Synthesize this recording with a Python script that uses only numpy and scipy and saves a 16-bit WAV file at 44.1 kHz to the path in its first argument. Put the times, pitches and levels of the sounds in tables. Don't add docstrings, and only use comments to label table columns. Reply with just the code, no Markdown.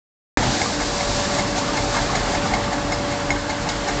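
import sys
import numpy as np
from scipy import signal
from scipy.fft import rfft, irfft
from scipy.io import wavfile

SR = 44100
rng = np.random.default_rng(int(sys.argv[2]) if len(sys.argv) > 2 else 0)


def wav_out(sig):
    wavfile.write(sys.argv[1], SR, np.round(np.clip(np.atleast_2d(sig).T, -1, 1) * 32767).astype(np.int16))


N = 176400

# frequency in Hz, relative density in dB.
ROAR_SPECTRUM = [(25, -5.5), (60, -6.5), (85, -2), (130, 2), (160, -4.5), (220, 3), (290, -5.5), (400, -5),
                 (560, -7.5), (660, -6.5), (740, -3.5), (900, -4), (1300, -12), (1750, -8.5), (2400, -17),
                 (3000, -14.5)]
# time in seconds, relative level in dB.
ROAR_RIDE = [(.38, -22), (.6, -25.5), (.72, -27), (1.3, -25), (1.5, -26.5), (2.05, -24.5), (2.4, -24),
             (2.8, -27), (3.25, -26), (3.4, -29.5), (4, -25)]
# time in seconds, level in dB.
RUMBLE_RIDE = [(.4, -32), (.7, -38), (1.1, -31.5), (1.5, -36), (1.95, -32.5), (2.25, -31.5), (2.7, -36),
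               (4, -36.5)]
# time in seconds, level in dB.
MOTOR_RIDE = [(.38, -35.5), (.55, -40.5), (1.05, -30.5), (1.35, -29.5), (1.6, -34), (1.85, -30.5),
              (2.15, -35.5), (2.42, -31), (2.7, -33), (3.05, -30.5), (3.6, -34.5), (4, -34)]
# pitch in Hz, level in dB, waver rate in Hz,
# unsteady share from 0 to 1.
WHINE_TONES = [(95.8, -43.5, 10, 0.5), (181.6, -44.5, 12, 0.9), (291.3, -34.5, 7.7, 0.78),
               (473.6, -41.5, 5.1, .6), (717, -43, 18, .9), (2660, -51.5, 8, .7), (4150, -53, 10, 0.5)]
# frequency in Hz, relative density in dB.
HISS_SPECTRUM = [(800, -17), (1500, -9.5), (2600, -3.5), (3100, -8), (3700, 1.5), (4600, 3), (6000, 0),
                 (7550, -0.5), (8000, -13.5), (8500, -15.5), (9000, -16.5)]
# time in seconds, relative level in dB.
HISS_RIDE = [(.38, -30.5), (.55, -26), (.63, -26), (.68, -28.5), (1.36, -27.5), (1.44, -30), (1.72, -30),
             (2, -29), (2.48, -32), (2.62, -33.5), (3.45, -35.5), (4, -33)]
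# start in seconds, relative level in dB.
BAR_SLAPS = [(0.658, 0), (1.356, -4), (1.686, 2.5), (1.944, 2.5), (2.096, -1.5), (2.458, 0.5), (2.675, 0),
             (3.275, -5.5)]
# pitch in Hz, relative level in dB, time to fade 60 dB in seconds.
TROUGH_MODES = [(1097, -0.5, 0.036), (1193, 0, 0.11), (1290, -13, .03)]
# peak time in seconds, level in dB.
COUPLING_SQUEAKS = [(2.939, -33), (3.712, -34)]
# pitch in Hz, bandwidth in Hz, relative level in dB.
HOUSING_MODES = [(724, 84, 0), (860, 49, -0.5), (1103, 140, -10.5), (1710, 160, -2.5)]
# frequency in Hz, relative density in dB.
CLATTER_SPECTRUM = [(900, 0), (1700, -1.5), (2150, 0), (2600, -5), (4200, 5.5), (5200, 1), (6100, -2),
                    (6800, 5.5), (7600, -4.5), (8200, -14.5)]
# pitch in Hz, relative level in dB, time to fade 60 dB in seconds.
COUPLING_MODES = [(2108, -6, .05), (2152, -4, 0.074), (5400, -17, 0.066), (6640, -18, .06),
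                  (6630, -17.5, .05), (6800, -17.5, 0.076)]
# time in seconds, relative levels of ring, clatter and body in dB,
# build-up in seconds.
COUPLING_KNOCKS = [(.432, -9, -0.5, -1.5, .01), (.617, -1, -4, -1.5, .002), (.811, -9, -12, -5.5, .012),
                   (1.008, -6, -11.5, -4.5, .008), (1.197, -25, -2, -6.5, .008), (1.386, 0, -2, -3, .003),
                   (1.584, -20, 1, -7, .014), (1.773, -3.5, -1, -2.5, .003), (1.968, -2, -4, 3, .02),
                   (2.154, -5, 1.5, -2, .002), (2.350, -8, -5, -1.5, .014), (2.538, -1.5, -1.5, 0.5, .003),
                   (2.732, -15.5, -5, -1.5, .006), (2.921, 1, -5, -4.5, .001), (3.120, -11, -6, -8, .012),
                   (3.305, 4.5, -4, -3, .001), (3.500, -4.5, -5, -3.5, .005), (3.689, -12.5, 3, -3.5, .001),
                   (3.886, -5, -3.5, -1, .012)]

SHED_T60_S, SHED_DB = 2.4, -13.5
ROAR_DB, ROAR_FLICKER_DB = 0.5, 1.5
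RUMBLE_HZ, RUMBLE_WIDTH_HZ = 45, 7.7
MOTOR_HZ, MOTOR_OCTAVE_DB, MOTOR_WAVER_RAD, MOTOR_WAVER_HZ = 576.2, -10, 0.11, 2
HISS_DB, HISS_FLUTTER_DB = -1, 0.86
RATTLES_PER_S, RATTLE_DB, RATTLE_SPREAD_DB, RATTLE_T60_S = 130, -38.5, 1.5, 0.028
SLAP_DB = -23.5
SQUEAK_HZ, SQUEAK_WIDTH_HZ, SQUEAK_S = 5120, 40, 0.016
CLONK_DB, SHUDDER_DB, SHUDDER_ATTACK_S, SHUDDER_DECAY_S = -21.5, -22.5, 0.02, 0.034
CLATTER_DB, CLATTER_DECAY_S = -25.5, 0.017
RING_DB, BOUNCE_DB, BOUNCE_S = -14.5, -16, .016
START_S, OVERSHOOT, OVERSHOOT_S = .3725, 2.7, 0.0046
THUMP_HZ, THUMP_T60_S, THUMP_DB = 280, 0.032, -4.5
CEILING, CUTOFF_HZ = .9, 9300


def from_db(db):
    return 10 ** (np.asarray(db) / 20)


def unit_rms(x):
    return x / np.sqrt(np.mean(x ** 2) + 1e-20)


def fader(rows):
    return np.interp(np.arange(N) / SR, *np.transpose(rows))


def drift(rate_hz):
    hop, settle = 40, 2000
    r = np.exp(-2 * np.pi * hop * rate_hz / SR)
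    slow = signal.lfilter([1], [1, -2 * r, r * r], rng.standard_normal(N // hop + settle + 2))[settle:]
    return np.interp(np.arange(N) / hop, np.arange(len(slow)), unit_rms(slow))


def ring(clicks, hz, t60):
    r, w = np.exp(-np.log(1000) / (t60 * SR)), 2 * np.pi * hz / SR
    return signal.lfilter([0, np.sin(w)], [1, -2 * r * np.cos(w), r * r], clicks + 1e-18)


def strikes(times, levels_db, hz, t60):
    sizes = from_db(levels_db + rng.normal(size=times.shape)) * rng.choice([-1, 1], times.shape)
    clicks = np.zeros(N)
    clicks[(times * SR).astype(int) % N] = sizes
    return ring(clicks, hz, t60)


def swells(times, levels_db, attack_s, decay_s):
    since = np.arange(N) / SR - np.asarray(times)[:, None]
    shape = np.exp(np.maximum(np.minimum(since / attack_s, -since / decay_s), -20))
    return np.sqrt(np.sum((from_db(levels_db)[:, None] * shape) ** 2, axis=0))


def pitched_noise(hz, width_hz):
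    r = np.exp(-np.pi * width_hz / SR)
    feedback = [1, -2 * r * np.cos(2 * np.pi * hz / SR), r * r]
    return unit_rms(signal.lfilter([1, 0, -1], feedback, rng.standard_normal(N)))


def smooth_noise(spectrum):
    hz, db = np.transpose(spectrum)
    bins = np.maximum(np.fft.rfftfreq(N, 1 / SR), 1)
    skirts = np.minimum(np.minimum(bins / hz[0], hz[-1] / bins), 1) ** 2
    colour = from_db(np.interp(np.log(bins), np.log(hz), db))
    return unit_rms(irfft(rfft(rng.standard_normal(N)) * skirts * colour, N))


def flickering_noise(spectrum, flicker_db):
    hz, db = np.transpose(spectrum)
    octaves = np.log2(hz)
    edges = 22 * 2 ** (np.arange(28) / 3)
    out, white = 0, rng.standard_normal((2, N))
    for k, (low, high) in enumerate(zip(edges, edges[1:])):
        centre = np.log2(low * high) / 2
        octaves_outside = max(octaves[0] - centre, centre - octaves[-1], 0)
        band_db = np.interp(centre, octaves, db) - 20 * octaves_outside
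        band = signal.sosfilt(signal.butter(3, [low, high], "band", fs=SR, output="sos"), white[k % 2])
        out = out + band * from_db(band_db + flicker_db * drift(rate_hz=6.9))
    return unit_rms(out)


def shed(x):
    t = np.arange(N) / SR
    fade_in = 1 - np.exp(-t / .02)
    tail = rng.standard_normal(N) * np.exp(-np.log(1000) * t / SHED_T60_S) * fade_in
    return signal.fftconvolve(x, tail / np.sqrt(np.sum(tail ** 2)))[:N]


def stands():
    roar = from_db(fader(ROAR_RIDE) + ROAR_DB) * flickering_noise(ROAR_SPECTRUM, ROAR_FLICKER_DB)
    rumble = from_db(fader(RUMBLE_RIDE)) * pitched_noise(RUMBLE_HZ, RUMBLE_WIDTH_HZ)
    return roar + rumble


def whines():
    t = np.arange(N) / SR
    phase = 2 * np.pi * MOTOR_HZ * t + MOTOR_WAVER_RAD * drift(MOTOR_WAVER_HZ)
    motor = np.sin(phase) + from_db(MOTOR_OCTAVE_DB) * np.sin(2 * phase)
    out = np.sqrt(2) * from_db(fader(MOTOR_RIDE)) * motor
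    for hz, db, waver_hz, unsteady in WHINE_TONES:
        steady = np.sqrt(2 * (1 - unsteady ** 2))
        waver = steady + unsteady * (drift(waver_hz) + 1j * drift(waver_hz))
        tone = np.exp(2j * np.pi * (hz * t + rng.random()))
        out = out + from_db(db) * np.real(waver * tone)
    return out


def guides():
    level_db = fader(HISS_RIDE) + HISS_DB + HISS_FLUTTER_DB * drift(rate_hz=25)
    return from_db(level_db) * smooth_noise(HISS_SPECTRUM)


def rattle():
    sizes = from_db(RATTLE_SPREAD_DB * np.minimum(rng.exponential(1, N), 4)) * rng.choice([-1, 1], N)
    taps = sizes * (rng.random(N) < RATTLES_PER_S / SR)
    pitches_hz = np.geomspace(620, 1850, 20)
    part = rng.integers(0, len(pitches_hz), N)
    ringing = sum(ring(taps * (part == k), hz, RATTLE_T60_S) for k, hz in enumerate(pitches_hz))
    return from_db(RATTLE_DB) * unit_rms(ringing)


def slaps():
    times, db = np.transpose(BAR_SLAPS)
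    return sum(strikes(times, SLAP_DB + mode_db + db, hz, t60) for hz, mode_db, t60 in TROUGH_MODES)


def squeaks():
    times, db = np.transpose(COUPLING_SQUEAKS)
    return pitched_noise(SQUEAK_HZ, SQUEAK_WIDTH_HZ) * swells(times, db, SQUEAK_S, SQUEAK_S)


def housing():
    times, _, _, body_db, _ = np.transpose(COUPLING_KNOCKS)
    shudder = unit_rms(sum(from_db(db) * pitched_noise(hz, width) for hz, width, db in HOUSING_MODES))
    clonk = sum(strikes(times, CLONK_DB + body_db + db, hz, t60=np.log(1000) / (np.pi * width))
                for hz, width, db in HOUSING_MODES)
    return clonk + shudder * swells(times, body_db + SHUDDER_DB, SHUDDER_ATTACK_S, SHUDDER_DECAY_S)


def coupling():
    times, ring_db, clatter_db, _, build_s = np.transpose(COUPLING_KNOCKS)
    earliest, span_s = times - build_s, build_s + BOUNCE_S
    bounce_times = earliest[:, None] + span_s[:, None] * rng.random((len(times), 4))
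    bursts = swells(times, clatter_db + CLATTER_DB, build_s[:, None], CLATTER_DECAY_S)
    out = smooth_noise(CLATTER_SPECTRUM) * bursts
    for hz, mode_db, t60 in COUPLING_MODES:
        db = RING_DB + ring_db + mode_db
        out += strikes(times, db, hz, t60)
        out += strikes(bounce_times, db[:, None] + BOUNCE_DB, hz, t60)
    return out


def thump():
    click = np.zeros(N)
    click[int(START_S * SR)] = from_db(THUMP_DB)
    return ring(click, THUMP_HZ, THUMP_T60_S)


def scene():
    hits = coupling() + housing() + squeaks() + slaps() + rattle()
    return (hits + from_db(SHED_DB) * shed(hits) + stands() + whines() + guides())[None]


def record(dry):
    since = np.arange(N) / SR - START_S
    surge = 1 + OVERSHOOT * np.exp(-np.abs(since) / OVERSHOOT_S)
    opened = dry * (since >= 0) * surge + thump()
    rounded = opened / (1 + (opened / CEILING) ** 4) ** (1 / 4)
    return signal.sosfilt(signal.cheby2(16, 60, CUTOFF_HZ, fs=SR, output="sos"), rounded)


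dry = scene()
out = record(dry)
wav_out(out)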